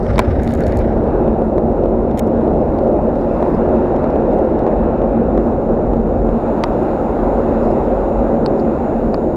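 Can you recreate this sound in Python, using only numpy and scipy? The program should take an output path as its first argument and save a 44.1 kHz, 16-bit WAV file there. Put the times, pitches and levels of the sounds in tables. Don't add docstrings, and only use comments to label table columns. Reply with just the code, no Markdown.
import sys
import numpy as np
from scipy import signal
from scipy.fft import rfft, irfft, next_fast_len
from scipy.io import wavfile
from scipy.ndimage import uniform_filter1d, minimum_filter1d, map_coordinates

SR = 44100
rng = np.random.default_rng(int(sys.argv[2]) if len(sys.argv) > 2 else 0)


def to_wav(s):
    ch = np.atleast_2d(s).T
    pcm = np.round(np.clip(ch, -1, 1) * 32767)
    wavfile.write(sys.argv[1], SR, pcm.astype(np.int16))


N = 412776


def amp(db):
    return 10 ** (np.asarray(db) / 20)


def unit(x):
    return x / np.sqrt(np.mean(x ** 2) + 1e-20)


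def along(points, hz):
    f, v = np.transpose(points)
    return np.interp(np.log(hz + 1), np.log(f + 1), v)


def curves(rows):
    times, *columns = np.transpose(rows)
    return [np.interp(np.arange(N) / SR, times, column) for column in columns]


def bumps(rows):
    t = np.arange(N) / SR
    return sum(height * np.exp(-((t - s) / half) ** 2) for s, half, height in rows)


def wobble(rate):
    return map_coordinates(rng.standard_normal(int(N * rate / SR) + 4), [np.arange(N) * rate / SR])


def filtered(x, response):
    m = next_fast_len(N + 8192)
    return irfft(rfft(x, m) * response(np.fft.rfftfreq(m, 1 / SR)), m)[:N]


def peak(f, hz, width):
    return np.abs(f * width / (hz * hz - f * f + 1j * f * width))


def rush(response, patchy_db):
    z = signal.stft(rng.standard_normal(N), nperseg=512)[2]
    patches = uniform_filter1d(rng.standard_normal(z.shape), 5, 0)
    patches = uniform_filter1d(patches, 14, 1)
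    noise = signal.istft(z * amp(patchy_db * unit(patches)), nperseg=512)[1][:N]
    return unit(filtered(noise, response))


def camera():
    # (frequency [Hz], relative level [dB per Hz])
    hiss_colour = [(2350, -30.5), (4000, 1), (4290, -5.5), (6370, -9), (7030, -10), (7230, -10),
                   (14000, -12), (15800, -20)]
    # (time [s], level [dB])
    hiss_level = [(0, -67), (1, -67), (2, -69.5), (3.4, -65), (4.9, -70), (6.2, -67.5), (6.6, -62.5),
                  (9.36, -65)]
    # (frequency [Hz], rms level [dB])
    whine_tones = [(6804, -72.5), (13608, -90)]
    first_s, gap_s, half_s, louder_by_db = 1.44, 1.008, .07, 3
    whine_follows = 0.44
    whine_rise = 1
    t = np.arange(N) / SR
    louder_db = sum(louder_by_db * np.exp(-((t - first_s - k * gap_s) / half_s) ** 4) for k in range(5))
    level_db, = curves(hiss_level)
    hiss = amp(level_db + louder_db) * rush(lambda f: amp(along(hiss_colour, f)), patchy_db=1)
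    drift_db = whine_rise * (t - t.mean()) + whine_follows * (level_db - level_db.mean())
    whine = np.zeros(N)
    for hz, db in whine_tones:
        loudness = np.sqrt(2) * amp(db + drift_db + .8 * wobble(8))
        whine += loudness * np.sin(2 * np.pi * hz * t + .3 * wobble(12))
    return hiss + whine


def traffic():
    # (frequency [Hz], relative level [dB per Hz])
    shudder_colour = [(8.8, -38), (15, -10.5), (43, 0), (68, 1), (108, -7), (190, -6.5), (250, -36.5),
                      (420, -120)]
    roar_colour = [(76, -41), (130, -11), (183, -8.5), (222, -6), (280, -4), (357, -4.5), (538, -3.5),
                   (763, -10.5), (1100, -29), (1430, -49.5), (2420, -120)]
    tyre_colour = [(470, -24.5), (800, 1.5), (1140, -9.5), (1380, -11), (1570, -17.5), (2290, -30),
                   (2600, -30.5), (3060, -41.5), (3740, -43.5), (6330, -57), (7000, -58), (9100, -72),
                   (15400, -120)]
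    # (frequency [Hz], width [Hz], level [dB])
    slab_modes = [(228.4, 26, 0)]
    # (frequency [Hz], width [Hz], lift or dip [dB])
    tunnel_modes = [(302, 30, 0.5), (360.6, 43, 5), (420, 49, -1), (541, 21, 3.5), (610, 10, 4)]
    # (time [s], roar level [dB], tyre hiss level [dB])
    flow = [(0, -21, -33), (.5, -17.5, -51.5), (1.1, -15, -29.5), (1.5, -17, -34), (2.3, -16.5, -32),
            (2.8, -13.5, -32), (3.15, -16.5, -32.5), (3.4, -15.5, -27), (4.2, -14.5, -28.5),
            (4.9, -14.5, -29.5), (5.25, -16.5, -31.5), (6.2, -17, -32.5), (6.6, -17, -28),
            (7.55, -14.5, -27), (8.2, -16.5, -30), (8.55, -15, -29.5), (8.95, -16.5, -29.5),
            (9.36, -18, -33.5)]
    # (time [s], half length [s], rise [dB])
    drone_swells = [(.35, 0.22, 4.5), (1.3, 0.26, 2), (2.3, 0.33, 4.5), (3.15, 0.066, 6), (5.1, 0.53, 5.5),
                    (6.1, 0.27, 4), (7.65, 0.21, 4.5), (8.3, 0.26, 0.5), (9.1, 0.46, 3.5)]
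    # (time [s], half length [s], rise or dip [dB])
    hum_surges = [(.4, 0.18, 4), (1.12, 0.13, 11.5), (1.9, .2, 6), (2.5, .15, 4), (3.4, .4, -2.5),
                  (4.95, 0.22, 4.5), (5.37, .1, 13), (5.89, .25, 10.5), (6.29, .1, 15), (7.3, 0.38, 9),
                  (8.05, 0.21, 11), (9.13, .15, 6.5)]
    # (time [s], half length [s], rise [dB])
    heavy_vehicle = [(5.9, 0.61, 3.5)]
    shudder_start_db, shudder_fade = -22, 0.47
    slab_db, hum_db, hum_hz = -24, -31, 41.7

    roar_db, tyre_db = curves(flow)
    pitch = hum_hz * (1 + .12 * wobble(9))
    hum_level = amp(hum_db + bumps(hum_surges) + 3.6 * wobble(16))
    hum = hum_level * np.sin(2 * np.pi * np.cumsum(pitch) / SR)

    shudder_db = shudder_start_db - shudder_fade * np.arange(N) / SR + bumps(heavy_vehicle)
    shudder = amp(shudder_db) * rush(lambda f: amp(along(shudder_colour, f)), patchy_db=-0.5)

    def slab_response(f):
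        return sum(amp(db) * peak(f, hz, w) ** 2 for hz, w, db in slab_modes)

    slab = amp(slab_db + bumps(drone_swells)) * rush(slab_response, patchy_db=1.14)

    def roar_response(f):
        modes_db = sum(db * peak(f, hz, w) ** 2 for hz, w, db in tunnel_modes)
        return amp(along(roar_colour, f) + modes_db)

    roar = amp(roar_db + 0.76 * wobble(7.5)) * rush(roar_response, patchy_db=0.87)
    tyre_level = amp(tyre_db + 0.37 * wobble(9))
    tyres = tyre_level * rush(lambda f: amp(along(tyre_colour, f)), patchy_db=1.27)
    return hum + shudder + slab + roar + tyres


def cast():
    # (frequency [Hz], relative level [dB per Hz])
    rustle_colour = [(710, -44.5), (1200, -4), (1570, -4.5), (1800, -8), (2200, -13), (2720, -24),
                     (4180, -31.5), (9000, -45), (11700, -69.5), (19800, -120)]
    start_s, rise_s, hold_s, fall_s = 0, 0.11, 0.68, 0.35
    rustle_db, thump_db = -35, -15
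    times = np.cumsum([start_s, rise_s, hold_s, fall_s])
    swing_gain, = curves(np.transpose([times, [0.022, 0.84, 0.62, 0.057]]))
    grainy = amp(2.8 * wobble(90))
    rustle_noise = rush(lambda f: amp(along(rustle_colour, f)), patchy_db=1.5)
    rustle = amp(rustle_db) * unit(grainy * rustle_noise)
    thump = amp(thump_db) * rush(lambda f: peak(f, 68, 70) ** 2, patchy_db=1.0)
    return swing_gain * (rustle + thump)


def crested(rumble):
    # (time [s], height [0-1 of full scale])
    crests = [(1.280, .76), (1.421, .75), (1.582, 0.9), (1.839, .74), (1.859, .75), (2.479, .75),
              (3.428, .92), (4.043, .87), (4.160, .77), (4.667, .86), (4.678, .77), (5.019, .77),
              (5.378, .93), (5.936, .75), (6.291, .76)]
    limit = .725
    t = np.arange(N) / SR
    room = np.minimum(1, limit / (np.abs(rumble) + 1e-9))
    rumble = rumble * uniform_filter1d(minimum_filter1d(room, size=201), size=151)
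    for s, height in crests:
        near = slice(round((s - .003) * SR), round((s + .003) * SR))
        from_crest = t[near] - s
        pull = np.exp(-(from_crest / 0.0012) ** 4)
        side = np.sign(rumble[round(s * SR)])
        crest = height * side * np.cos(2 * np.pi * 420 * from_crest)
        rumble[near] = (1 - pull) * rumble[near] + pull * crest
    return rumble


def glove():
    # (time [s], half length [s], level [dB])
    scuffs = [(0.094, 0.13, -57.5), (3.2, .04, -64), (3.55, 0.015, -61.5), (7.678, 0.065, -60),
              (8.59, 0.025, -58.5)]
    strokes = bumps([(s, half, amp(db)) for s, half, db in scuffs])
    noise = rush(lambda f: peak(f, 4900, 1500) ** 2 + .25 * peak(f, 8400, 900) ** 2, patchy_db=0.5)
    return strokes * unit(amp(2.9 * wobble(120)) * noise)


def line():
    # (time [s], level [dB])
    whirr = [(.39, -83.5), (.42, -68), (.5, -58.5), (.56, -62), (.59, -73.5), (.65, -65), (.7, -69),
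             (.8, -68), (.9, -86.5)]
    level_db, = curves(whirr)
    noise = rush(lambda f: peak(f, 4600, 3500) + .5 * peak(f, 10500, 7000), patchy_db=3.5)
    return amp(level_db) * unit(amp(3.5 * wobble(220)) * noise)


def blow(out, s, part_db, t60):
    # (frequency [Hz], width [Hz], level [dB])
    reel_parts = [
        [(420, 290, 5.5), (784, 340, 5), (1054, 280, 5)],
        [(1870, 410, 7), (2370, 480, 0), (3030, 350, -0.5), (3710, 200, 1), (5550, 600, -7)],
        [(1220, 220, 3.5), (1820, 300, 1.5), (4400, 190, 4), (4900, 400, -5.5), (7740, 300, -20.5),
         (10300, 300, -30)],
        [(6760, 600, 1.5), (8400, 630, -5), (9350, 620, -3), (11400, 900, -4.5), (14000, 1800, -8.5)],
    ]
    size = 4096
    rise_s, push = .0004, 7.9
    t, f = np.arange(size) / SR, np.fft.rfftfreq(size, 1 / SR)
    chatter = amp(-60 * t / t60) * (1 - np.exp(-t / rise_s)) * rng.standard_normal(size)
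    burst = chatter + push * (t == 0)
    response = np.zeros(len(f), complex)
    for level_db, part in zip(part_db, reel_parts):
        for k, (hz, width, db) in enumerate(part):
            mode = 1j * f * width / (hz * hz - f * f + 1j * f * width)
            mode = mode / (1 + 1j * f / (1.57 * hz)) ** 2
            response += amp(level_db + db) * (-1) ** k * mode
    start = round(s * SR)
    out[start:start + size] += irfft(rfft(burst) * response)


def spool():
    # (time [s], level [dB], extra for body, frame and handle [dB])
    tick_rows = [(.4205, -42.5, -1), (0.4342, -35.5, 2), (.4458, -35, 0), (.459, -42, 2), (.469, -43, 3),
                 (.476, -30.5, 12), (0.488, -43, 0), (0.4917, -34.5, 10), (.503, -41.5, 0),
                 (0.5073, -27.5, 2), (.5165, -38.5, -3), (.522, -28.5, 3), (.538, -32.5, 3),
                 (.551, -36.5, -2), (.5748, -43.5, -4), (.591, -45.5, -4), (.598, -49, -3),
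                 (0.6066, -30, 0), (0.623, -36, 6), (.6275, -42, 5), (0.6366, -35, 7), (.651, -41.5, -3),
                 (.6645, -32, 2), (0.6681, -30.5, 9), (.673, -43, 2), (.681, -37.5, 1), (0.6983, -45.5, 0),
                 (0.7224, -35, 10), (0.7458, -45, 0), (.7715, -29.5, 3), (0.7896, -30, 0)]
    tick_parts = (-33, -2, -2, 3)
    scatter_db, t60, top_hz = 4.5, .008, 12000
    ticks = np.zeros(N)
    for s, db, low_db in tick_rows:
        tick_db = db + low_db * np.array([1, 1, 1, 0]) + rng.normal(0, scatter_db, size=4)
        blow(ticks, s, tick_db + tick_parts, t60)
    return filtered(ticks, lambda f: 1 / (1 + 1j * f / top_hz) ** 2)


def tackle():
    # (time [s], frame level [dB], body level [dB], handle level [dB], small metal level [dB],
    # time for the contact chatter to die by 60 dB [s])
    knock_rows = [(0.066, -23.5, -30, -46, -59.5, 0.012), (0.1586, -25, -10, -18.5, -52, 0.014),
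                  (.1815, -7, 2, -22, -32.5, 0.0031), (0.192, -1.5, 17.5, -11.5, -9, .005),
                  (0.195, -9.5, 11, -16, -22.5, .006), (.2, -21, 4.5, -27, -40.5, 0.005),
                  (2.111, -33.5, -37, -43, -52, 0.035), (2.1748, -22.5, -20, -36, -32, 0.013),
                  (2.179, -31, -30, -38, -31.5, 0.011), (2.1848, -23, -24, -41, -33.5, 0.0083),
                  (2.1874, -27, -26, -41, -32.5, .009), (2.1932, -15.5, -20, -23, -15, 0.01),
                  (2.196, -19, -27, -32, -21, 0.01), (2.275, -35, -40, -42, -40.5, .013),
                  (2.786, -31.5, -40, -30.5, -54, .03), (3.155, -35, -37, -41, -53, 0.033),
                  (3.963, -29, -33, -42, -45, 0.011), (4.103, -33.5, -38, -42, -49, 0.017),
                  (4.332, -32, -33, -46, -45.5, 0.007), (4.387, -33.5, -39, -42, -42, .009),
                  (4.5915, -28.5, -35, -38, -43.5, .005), (6.6377, -4.5, 3, -6, -43.5, 0.01),
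                  (6.641, -27, -1, -14, -42.5, .008), (6.83, -50, -43, -44, -39.5, .006),
                  (7.945, -42, -40, -47, -48, 0.0045), (8.4612, -15.5, -10, -5.5, -42, 0.014),
                  (8.596, -37, -31, -30, -55.5, 0.033), (9.143, -21.5, -4, -13.5, -58, 0.014)]
    knocks = np.zeros(N)
    for s, frame_db, body_db, handle_db, metal_db, t60 in knock_rows:
        blow(knocks, s, [body_db, frame_db, handle_db, metal_db], t60)
    return knocks


def scene():
    # (frequency [Hz], width [Hz], lift or dip [dB])
    housing = [(2770, 360, 3), (3800, 540, 5.5), (5370, 580, 5.5), (8300, 600, -2), (11600, 900, -5)]

    def case(f):
        return amp(sum(db * peak(f, hz, w) ** 2 for hz, w, db in housing))

    rumble = crested(filtered(traffic() + cast(), case))
    return (camera() + rumble + glove() + line() + spool() + tackle())[None]


def record(dry):
    clip, top_hz = .71, 15800
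    return filtered(np.clip(dry[0], -clip, clip), lambda f: f < top_hz)[None]


dry = scene()
out = record(dry)
to_wav(out)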